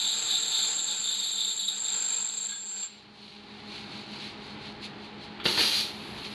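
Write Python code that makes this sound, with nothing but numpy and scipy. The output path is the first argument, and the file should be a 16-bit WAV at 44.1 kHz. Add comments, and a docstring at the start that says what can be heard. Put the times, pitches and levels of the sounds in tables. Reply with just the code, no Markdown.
"""An ultrasonic welder presses straw-like plastic strips in a hard workshop, heard at one microphone. Its 15 kHz horn
chatters on the work, throwing off a whine at half and a rasp at a quarter of its pitch, then stops. Strips rustle on
the table, a valve clicks, the rams knock and air escapes as they lift: shaped noise, much of it through resonances.
Two motors beat against each other as summed cosines; the horn holds the gain control down while it runs."""
import sys
import numpy as np
from scipy import signal
from scipy.fft import rfft, irfft, next_fast_len
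from scipy.io import wavfile
from scipy.ndimage import uniform_filter1d, map_coordinates

SR = 44100
rng = np.random.default_rng(int(sys.argv[2]) if len(sys.argv) > 2 else 0)


def store_wav(level_fs):
    """Save 16-bit WAV to argv[1]."""
    pcm = np.round(np.clip(np.atleast_2d(level_fs), -1, 1) * 32767)
    wavfile.write(sys.argv[1], SR, pcm.T.astype(np.int16))


N = 279585

# All levels are relative: mix gains and the gain control come after them.
HORN_HZ, WELD_END_S = 14912, 2.86
RATTLE_HZ, RATTLE_AT_S = 24.7, 1.984  # rate of the regular rattle, and a moment when its cycle starts
# how the horn bounces, the rest being irregular: (time [s], regular rattle [share 0-1], even buzz [share 0-1])
HORN_CONTACT = [(0, 0, 0), (.6, .1, 0), (1.5, .15, 0), (1.75, .68, 0), (2.0, .93, 0), (2.22, .92, 0),
                (2.33, .55, 0), (2.47, .65, 0), (2.52, .4, .1), (2.56, 0, .96), (2.86, 0, .99)]
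# hard bounces in each rattle cycle: (time from the cycle's start [s], strength [0-1])
HARD_BOUNCES = [(-.0178, 1), (-.0105, .65), (0, .9)]
# steel touching steel: (frequency [Hz], level per Hz [dB])
STEEL_TOUCH = [(700, -19), (1300, -3), (2000, -10), (3300, 6), (4500, -2), (5300, -36)]


def amp(db):
    """Decibels to gain."""
    return 10 ** (np.asarray(db) / 20)


def unit(x):
    """Scale to rms 1."""
    return x / np.sqrt(np.mean(x ** 2) + 1e-20)


def clock():
    """The time of every sample in seconds."""
    return np.arange(N) / SR


def along(points, hz):
    """Interpolate (Hz, value) points on a log frequency axis."""
    f, v = np.transpose(points)
    return np.interp(np.log(hz + 1), np.log(f + 1), v)


def curves(rows):
    """One value per sample for each column after the time."""
    s, *cols = np.transpose(rows)
    return [np.interp(clock(), s, c) for c in cols]


def wobble(rate):
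    """A smooth random curve, rate knots a second."""
    return map_coordinates(rng.standard_normal(int(N * rate / SR) + 4), [clock() * rate])


def filtered(x, response):
    """x times a response of frequency."""
    size = next_fast_len(N + SR // 2)
    spectrum = rfft(x, size) * response(np.fft.rfftfreq(size, 1 / SR))
    return irfft(spectrum, size)[:N]


def coloured(x, spectrum):
    """x given a spectrum, at rms 1."""
    return unit(filtered(x, lambda hz: amp(along(spectrum, hz))))


def noise(spectrum, grain_db=0, grain_rate=300):
    """Coloured noise, clumped into short grains."""
    return coloured(rng.standard_normal(N) * amp(grain_db * wobble(grain_rate)), spectrum)


def ringing(x, modes, top_hz=5100):
    """x through (Hz, width Hz, dB) resonances of alternating sign, dull above top_hz, at rms 1."""
    def response(f):
        peaks = 0
        for k, (centre, width, db) in enumerate(modes):
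            peak = 1j * f * width / (centre * centre - f * f + 1j * f * width)
            peaks = peaks + (-1) ** k * amp(db) * peak
        return peaks / (1 + (f / top_hz) ** 24)
    return unit(filtered(x, response))


def wavering(modes, waver_db, waver_rate=14):
    """Noise in resonances that swell and fade each in its own way, at rms 1."""
    total = 0
    for hz, width, db in modes:
        level = amp(db + waver_db * wobble(waver_rate))
        total = total + level * ringing(rng.standard_normal(N), [(hz, width, 0)])
    return unit(total)


def gate(start, end, fade):
    """1 between two times, with sloping edges."""
    return np.clip(np.minimum(clock() - start, end - clock()) / fade, 0, 1)


def burst(start, end, attack, t60):
    """Rise, hold until the end, then an exponential fall."""
    t = clock()
    return np.clip((t - start) / attack, 0, 1) * amp(-60 * np.maximum(t - end, 0) / t60)


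def blow(s, db, t60, attack=0.00024):
    """A sudden start and an exponential fall."""
    return amp(db) * burst(s, s, attack, t60)


def swell(s, half_width):
    """A bell-shaped rise and fall around a middle time."""
    return np.exp(-2 * ((clock() - s) / half_width) ** 2)


def together(envelopes):
    """Unrelated noises add in power."""
    return np.sqrt(np.sum(np.square(envelopes), axis=0))


def room(x, wet_db):
    """The direct sound plus, 5 ms behind, the diffuse answer of the bare walls, at about unchanged power."""
    # the walls' reverberation: (frequency [Hz], t60 [s])
    wall_decay = [(150, .45), (1000, .45), (4000, .4), (7500, .26), (13000, .18)]
    hz, t, z = signal.stft(rng.standard_normal(SR // 2), SR, nperseg=256)
    tail = signal.istft(z * amp(-60 * t / along(wall_decay, hz)[:, None]), SR, nperseg=256)[1]
    answer = np.pad(tail, (SR // 200, 0)) / np.linalg.norm(tail)
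    echo = signal.fftconvolve(x, answer)[:N]
    return (x + amp(wet_db) * echo) / np.hypot(1, amp(wet_db))


def weld(level_db=12, horn_db=-3, chatter_db=1.1):
    """The horn's own tone, and the whine, rasp and crackle of its contact with the strips, which shakes the frame."""
    # how hard the horn chatters; drives whine and crackle: (time [s], level [dB])
    chatter_level = [(0, -34), (0.45, -33.5), (0.76, -32), (1.05, -36.3), (1.68, -37), (1.95, -31),
                     (2.14, -30), (2.26, -32.5), (2.3, -35), (2.5, -35), (2.54, -40), (2.67, -39.5),
                     (2.695, -36.5), (2.77, -36.3), (2.83, -34)]
    # the horn grabs briefly and the whine jumps: (middle [s], half width [s], rise [dB])
    grabs = [(2.381, .014, 3.5), (2.459, .02, 5), (2.835, .01, 3)]
    # the chatter catches on one pitch: (start [s], end [s], frequency [Hz], level [dB])
    caught_pitches = [(.68, 1.1, 7312, -40.5), (.7, 1.057, 7272, -48), (1.06, 1.72, 7495, -45.5),
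                      (.85, 1.75, 7456, -46.5)]
    # spectra: (frequency [Hz], level per Hz [dB])
    rasp_spectrum = [(2000, -68), (3000, -17), (3400, -4.5), (3600, 0.5), (3830, 3.5), (4050, -2.5),
                     (4300, -2.5), (4600, -5), (4950, -23.5), (5400, -69), (9500, -48.5), (11200, -15),
                     (11750, -26.5), (12200, -75)]
    crackle_spectrum = [(250, -12.5), (450, -4.5), (600, -6.5), (1000, -2.5), (2000, -2), (2900, 3.5),
                        (4300, 11), (4900, 8), (5350, -19), (6600, 7.5), (9100, -39.5), (10500, -4),
                        (11700, -15.5), (12300, -65)]
    # the rasp's partials: (frequency [Hz], width [Hz], level [dB])
    partials = [(3585, 40, 5), (3700, 70, 0), (3828, 30, 6.5), (3944, 40, 0), (4291, 45, -5)]
    # resonances of bench and press frame: (frequency [Hz], width [Hz], level [dB])
    frame_modes = [(328, 8, -4), (404, 9, -1), (445, 24, 0), (497, 12, -4), (768, 6, 11), (845, 11, 6),
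                   (905, 30, 1), (1370, 34, 4.5), (1515, 20, 2), (1615, 30, 1), (1750, 20, 1),
                   (2460, 67, 3)]

    whine_db, = curves(chatter_level)
    rasp_db, crackle_db = contact(whine_db)
    running = gate(-1, WELD_END_S + .02, fade=.038)
    grab_db = sum(db * swell(s, half_width) for s, half_width, db in grabs)
    squeals = 0
    for start, end, hz, db in caught_pitches:
        pitch = np.sin(2 * np.pi * hz * clock() + 0.56 * wobble(12.04))
        squeals = squeals + amp(db + 3) * gate(start, end, fade=0.011) * pitch
    tone = room(running * (amp(whine_db + grab_db + chatter_db) * whine() + squeals), wet_db=-9.5)

    scrape = bounces(rate=150, jitter=0.3, life=0.016, scatter_db=1.6)
    # the partials stand out more the harder the bite, level with the rasp at -29 dB
    tip = amp(.5 * (rasp_db + 29)) * wavering(partials, waver_db=3.5)
    rasp = amp(rasp_db - 2) * throb(depth=0.45) * (coloured(scrape, rasp_spectrum) + tip)
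    crackling = bounces(rate=150, jitter=.25, life=0.024, scatter_db=1.67)
    crackle = amp(crackle_db + 9.0) * coloured(crackling, crackle_spectrum)
    shaking = bounces(rate=170, jitter=.25, life=0.0038, scatter_db=1.5)
    frame = amp(crackle_db - 1) * ringing(shaking, frame_modes)
    rough = room(running * (rasp + crackle + frame), wet_db=-9.5)
    horn = amp(horn_db) * np.sin(2 * np.pi * HORN_HZ * clock())
    return running * horn + amp(level_db) * (tone + rough)


def whine():
    """Half the horn's pitch: irregular chatter locks into a rattle, then smooths to a buzz as the plastic melts."""
    # irregular chatter: (frequency [Hz], level per Hz [dB])
    chatter_spectrum = [(5500, -50), (6400, -27), (6620, -17), (6800, -22), (7220, -16), (7290, -1),
                        (7370, -2), (7460, 0), (7540, -5), (7670, -6), (7730, -18), (8050, -23),
                        (9200, -55)]
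    # rattle sidebands: (offset from half the horn's pitch [multiples of the rattle rate], level [dB])
    sidebands = [(-15, -22), (-7, -16), (-6, -9), (-5, 0), (-4, -8), (-3, -17), (-2, -8), (-1, -6), (0, -3),
                 (2, -2), (3, -19), (4, -15), (5, -12), (6, -12), (7, -13)]
    # lines of the buzz: (frequency [Hz], level [dB])
    buzz_lines = [(7192, -16), (7384, 0), (7573, -2), (7765, -22)]
    # the buzz bends as the melt gives: (time [s], shift [Hz])
    buzz_drift = [(2.55, -3), (2.68, -4), (2.78, 7), (2.84, 0), (2.88, -14)]

    t = clock()
    rattle_share, buzz_share = np.clip(curves(HORN_CONTACT), 0, 1)
    loose_share = np.clip(1 - rattle_share - buzz_share, 0, 1)
    chatter = coloured(bounces(rate=150, jitter=.25, life=.008, scatter_db=.3), chatter_spectrum)

    # the sidebands line up at each hard bounce
    when, strength = np.transpose(HARD_BOUNCES)
    kicks = strength * np.exp(2j * np.pi * rng.random(len(when)))
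    rattle = 0
    for k, db in sidebands:
        phase = np.angle(kicks @ np.exp(-2j * np.pi * k * RATTLE_HZ * when))
        hz = HORN_HZ / 2 + k * RATTLE_HZ
        rattle = rattle + amp(db) * np.cos(2 * np.pi * hz * (t - RATTLE_AT_S) + phase)

    bend = np.cumsum(curves(buzz_drift)[0]) / SR
    buzz = sum(amp(db) * np.sin(2 * np.pi * (hz * t + bend) + .15 * wobble(40)) for hz, db in buzz_lines)
    loose = throb(depth=.25) * np.sqrt(loose_share) * chatter
    locked = np.sqrt(rattle_share) * unit(throb(depth=.08) * accent() * rattle)
    return loose + locked + np.sqrt(buzz_share) * unit(buzz)


def bounces(rate, jitter, life, scatter_db):
    """Short bursts of noise, one each time the horn lands on the work."""
    turns = np.cumsum(rate * np.exp(jitter * wobble(60))) / SR
    decay = np.exp(-(turns % 1) / rate / life)
    return rng.standard_normal(N) * decay * amp(scatter_db * wobble(120))


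def throb(depth):
    """In the rattle the bounces crowd into one half of the cycle."""
    rattle_share = np.clip(curves(HORN_CONTACT)[0], 0, 1)
    cycle = np.cos(2 * np.pi * RATTLE_HZ * (clock() - RATTLE_AT_S + .011))
    return 1 + depth * np.sqrt(rattle_share) * cycle


def accent(bounce_db=3.6, half_width_s=.0035):
    """Gain that peaks at each hard bounce of the rattle cycle."""
    peaks = 0
    for s, strength in HARD_BOUNCES:
        turns_off = ((clock() - RATTLE_AT_S - s) * RATTLE_HZ + .5) % 1 - .5  # from the nearest such bounce
        peaks = peaks + strength * np.exp(-(turns_off / RATTLE_HZ / half_width_s) ** 2)
    return amp(bounce_db * peaks)


def contact(whine_db, rasp_waver_db=2.0, crackle_waver_db=1.1):
    """Levels in dB: the rasp surges at each bite and its rubbing dies in the melt; the crackle follows the chatter."""
    # the horn bites into the strips and the rasp surges: (start [s], length [s], level [dB])
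    bite_times = [(-.02, 0.14, -31), (0.22, .02, -35), (0.278, 0.09, -28.5), (0.409, 0.08, -32.5),
                  (0.506, 0.13, -27.5), (0.76, 0.023, -32.5), (0.864, 0.076, -34.5), (1.024, .03, -32.5),
                  (1.077, .075, -31.5), (1.183, 0.11, -31), (1.303, 0.054, -34), (1.359, 0.15, -32),
                  (1.566, 0.067, -32), (1.663, 0.023, -30), (1.837, 0.052, -36.5), (2.113, 0.026, -40.5),
                  (2.36, .02, -41), (2.47, 0.045, -42)]
    bite_attack_s, bite_t60_s = 0.023, 0.29
    # the strips soften under the horn, so rubbing and crackle fade steadily
    rasp_start_db, rasp_fade_db_per_s = -35, 5.5
    crackle_start_db, crackle_fade_db_per_s = -12.5, 2.5  # crackle relative to the whine
    t = clock()
    solid = np.clip(1 - curves(HORN_CONTACT)[1], .01, 1)
    rubbing_db = rasp_start_db - rasp_fade_db_per_s * t + rasp_waver_db * wobble(20)
    rubbing = np.sqrt(solid) * amp(rubbing_db)
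    bites = [amp(db) * burst(s, s + length, bite_attack_s, bite_t60_s) for s, length, db in bite_times]
    fading_db = crackle_start_db - crackle_fade_db_per_s * t
    crackle_db = whine_db + fading_db + crackle_waver_db * wobble(9.85)
    return 20 * np.log10(together([rubbing] + bites)), crackle_db


def rams(slide_db=-40):
    """Tooling clinks, the rams rumble up their guides and hit their stops with a crack and a thump."""
    # the rams hit and bounce: (time [s], level [dB], t60 [s], thump relative to the crack [dB])
    hits = [(5.455, -23.5, .11, -5), (5.462, -23.5, .05, -2), (5.4735, -29, .04, -7), (5.483, -29, .07, -7),
            (5.576, -20, .05, -8), (5.586, -27, .06, -4), (5.592, -26, .08, -4), (5.6, -26, .09, -3),
            (5.6125, -23, .025, -9), (5.633, -29, .04, -10), (5.648, -28, .03, -10)]
    # the steel tooling: (time [s], level [dB], t60 [s], ring relative to the clink [dB])
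    clinks = [(2.487, -31, 0.16, -4), (2.518, -30, .07, 1), (2.828, -26, .11, -13)]
    # the crack: (frequency [Hz], level per Hz [dB])
    crack_spectrum = [(60, 2), (200, 6), (330, 6), (480, -5), (900, 1.5), (1300, 5), (1700, 5), (2200, 5),
                      (3300, 9.5), (4600, 7), (5300, -21), (12000, -35)]
    # the rams' end stops: (frequency [Hz], width [Hz], level [dB])
    stop_modes = [(324, 85, 5), (438, 90, 4), (890, 61, 3.5), (1182, 27, -0.5), (1670, 370, -5.5)]

    cracks = [blow(s, db, t60) + blow(s, db - 4, 0.0041) for s, db, t60, _ in hits]
    clack = together(cracks) * noise(crack_spectrum, grain_db=1.5, grain_rate=900)
    slide = amp(slide_db) * gate(5.48, 5.6, fade=0.018)
    thumps = [blow(s, db + thump_db, t60) for s, db, t60, thump_db in hits]
    thump = together([slide] + thumps) * ringing(rng.standard_normal(N), stop_modes)
    touches = sum(blow(s, db - 1.5, t60, attack=.002) for s, db, t60, _ in clinks)
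    ticks = touches * noise(STEEL_TOUCH)
    ring = sum(steel(s, db + ring_db) for s, db, _, ring_db in clinks)
    return room(clack + thump + ticks + ring, wet_db=-7)


def steel(s, db):
    """The tooling rings on, each mode at its own length."""
    # (frequency [Hz], level [dB], t60 [s])
    steel_modes = [(1625, -5.5, .22), (2160, -12, .17), (3450, 0, .2), (4340, -4, .2)]
    total = 0
    for hz, level, t60 in steel_modes:
        partial = np.sin(2 * np.pi * hz * clock() + 1.1 * wobble(130))
        total = total + blow(s, db + level + 3, t60, attack=.004) * partial
    return total


def valve(ring_t60=.09, tick_db=-4, tick_t60=0.11):
    """The air valve's slide snaps over just before the rams lift and rings its body."""
    # the valve body: (frequency [Hz], width [Hz], level [dB])
    body_modes = [(1288, 120, -5), (2250, 160, -9), (3290, 64, -2.5)]
    snap_s, snap_db = 5.398, -33
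    ring = blow(snap_s, 0, ring_t60, attack=0.0033) * ringing(rng.standard_normal(N), body_modes)
    tick = blow(snap_s, tick_db, tick_t60, attack=.003) * noise(STEEL_TOUCH)
    return room(amp(snap_db) * (ring + tick), wet_db=-1.5)


def exhaust():
    """Air sputters out of the cylinders and rings their ports; a faint high hiss is heard near the end."""
    # the jet of air: (frequency [Hz], level per Hz [dB])
    jet_spectrum = [(290, -27), (500, -20), (535, -10.5), (596, -24), (921, -14.5), (999, -20), (1840, -16),
                    (2080, -11.5), (3040, -7), (4380, 0), (5100, -13), (6700, -15.5), (7000, -20.5),
                    (8200, -22.5), (10400, -18), (12800, -22.5), (16600, -58)]
    # the exhaust ports: (frequency [Hz], width [Hz], level [dB])
    port_modes = [(2780, 70, -5), (3240, 50, -3), (4030, 49, 0.5), (4270, 64, 0), (4470, 76, 3),
                  (4740, 48, 3)]
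    # faint high hiss near the end: (frequency [Hz], level per Hz [dB])
    faint_hiss_spectrum = [(4000, -30), (6800, -4), (8000, -7), (9500, -1), (11000, 5), (12200, -4),
                           (12700, -30)]
    jet = amp(-2.5) * airflow(spurt_db=6) * noise(jet_spectrum)
    # the ports ring hardest under full pressure
    ports = amp(-8) * airflow(spurt_db=12.5) * wavering(port_modes, waver_db=3.5, waver_rate=25)
    sputter = amp(.7 * wobble(300) + .7 * wobble(45))
    faint_hiss = amp(-64.5) * gate(5.8, 7, fade=.05) * noise(faint_hiss_spectrum)
    return room(sputter * (jet + ports) + faint_hiss, wet_db=-8.5)


def airflow(spurt_db):
    """Stored pressure makes each venting open with a spurt, settle while its ram travels, then die away."""
    # each ram's cylinder vents as it lifts: (valve opens [s], cylinder empty [s], flow [dB])
    ventings = [(5.437, 5.796, -30.5), (5.568, 5.802, -27.5)]
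    opening_s, vent_t60_s, spurt_s = 0.033, 0.35, 0.064
    flows = []
    for s, empty, db in ventings:
        extra_db = spurt_db * np.exp(-np.maximum(clock() - s, 0) / spurt_s)
        flows.append(amp(db + extra_db) * burst(s, empty, opening_s, vent_t60_s))
    return together(flows)


def strips(brightening=1.316):
    """Handfuls of dry strips rustle on the table, crisper in the louder strokes."""
    # the dry rustle: (frequency [Hz], level per Hz [dB])
    straw_spectrum = [(530, -19), (900, -16), (930, -4.5), (1290, -13.5), (1920, -12), (2190, -2.5),
                      (3410, -2), (4290, 4.5), (5440, -16), (7780, -25), (10300, -33), (12000, -69.5),
                      (15600, -75), (22000, -120)]
    # its crisp edge, same columns
    crisp_spectrum = [(4000, -28.0), (6000, 5.0), (8000, -4), (11200, -1.0), (12500, -38)]
    level_db = handling()
    rustle = amp(level_db - .5) * noise(straw_spectrum, grain_db=1.5, grain_rate=390)
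    crisp = amp(brightening * level_db - 8.5) * noise(crisp_spectrum, grain_db=2.0, grain_rate=200)
    return room(gate(2.8, 7, fade=0.071) * (rustle + crisp), wet_db=-10.5)


def handling(shuffle_db=-55):
    """Level in dB of the rustle: strokes swell and fade with the hand's speed over a faint shuffle."""
    # a handful of strips slides across the table: (middle [s], half width [s], level [dB])
    slides = [(2.9, 0.21, -41), (3.266, 0.22, -43), (3.553, 0.18, -48.5), (3.76, 0.14, -41.5),
              (3.966, 0.13, -43), (4.142, 0.1, -43.5), (4.246, 0.12, -41), (4.472, 0.13, -46.5),
              (4.663, 0.091, -45), (4.847, 0.041, -38), (5.048, 0.066, -49), (5.24, 0.052, -45.5),
              (6.042, 0.28, -45.5), (6.19, 0.045, -42), (6.257, 0.043, -37), (6.33, 0.044, -42.5)]
    strokes = [amp(db) * swell(s, half_width) for s, half_width, db in slides]
    return 20 * np.log10(np.hypot(together(strokes), amp(shuffle_db)))


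def motors():
    """Two nearly equal motors throb against each other over the rush of their fans; the generator hums in the weld."""
    # the first motor sags under the weld's load: (time [s], speed [Hz])
    first_speed = [(0, 210.7), (2.8, 210.7), (3.6, 212.3), (6.3, 212.3)]
    # how far the second runs below the first: (time [s], difference [Hz])
    speed_gap = [(0, 6.8), (4.6, 6.9), (4.9, 6.3), (6.3, 6.25)]
    # hum: (multiple of motor speed, first motor level [dB], second motor level [dB])
    hum_levels = [(1, -49.4, -50.2), (2, -63, -56), (3, -72, -66), (4, -65, -56.5)]
    # rush of the cooling fans: (time [s], level [dB])
    fan_level = [(0, -44), (.8, -44.5), (1.2, -48), (3.2, -48.5), (3.6, -46.5), (4.0, -45), (4.6, -45.5),
                 (6.3, -45)]
    # colour of that rush: (frequency [Hz], level per Hz [dB])
    fan_spectrum = [(35, -6), (55, -5), (130, 2), (230, 0.5), (310, 2.5), (400, 1), (560, -8.5),
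                    (720, -4.5), (850, -2.5), (1100, -7), (2000, -8), (4400, -12), (5400, -32),
                    (12000, -56)]
    in_step_s = 4.85  # the motors align here, but for their small phase wobbles
    generator_hz, generator_db = 200, -52  # mains hum under load

    t = clock()
    first = np.cumsum(curves(first_speed)[0]) / SR + .02 * wobble(4)
    slip = np.cumsum(curves(speed_gap)[0]) / SR
    second = first - slip + np.interp(in_step_s, t, slip) + .03 * wobble(5)
    hum = 0
    for k, first_db, second_db in hum_levels:
        hum = hum + amp(first_db) * np.cos(2 * np.pi * k * first)
        hum = hum + amp(second_db) * np.cos(2 * np.pi * k * second)
    loaded = gate(-1, WELD_END_S, fade=.04)
    generator = amp(generator_db) * loaded * np.sin(2 * np.pi * generator_hz * t)
    fans = amp(curves(fan_level)[0] + wobble(8.9)) * noise(fan_spectrum)
    return hum + generator + fans


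def scene():
    """Everything at one microphone."""
    return (weld() + rams() + valve() + exhaust() + strips() + motors())[None]


def record(dry, ceiling_db=-18, recovery_db=13, low_hz=48, top_hz=12800):
    """Gain ducks at once and recovers by recovery_db a second; the band limit then removes the horn's own tone."""
    power = np.abs(uniform_filter1d(dry[0] ** 2, size=1024))
    level_db = 10 * np.log10(power + 1e-12)
    climb = recovery_db * clock()
    gain_db = np.minimum.accumulate(np.minimum(ceiling_db - level_db, 0) - climb) + climb
    held = dry[0] * amp(gain_db) * gate(0, N / SR, fade=0.00075)

    def band(hz):
        return np.minimum(hz / low_hz, 1) ** 4 * np.clip((top_hz - hz) / 200, 0, 1)
    return filtered(held, band)[None]


dry = scene()
out = record(dry)
store_wav(out)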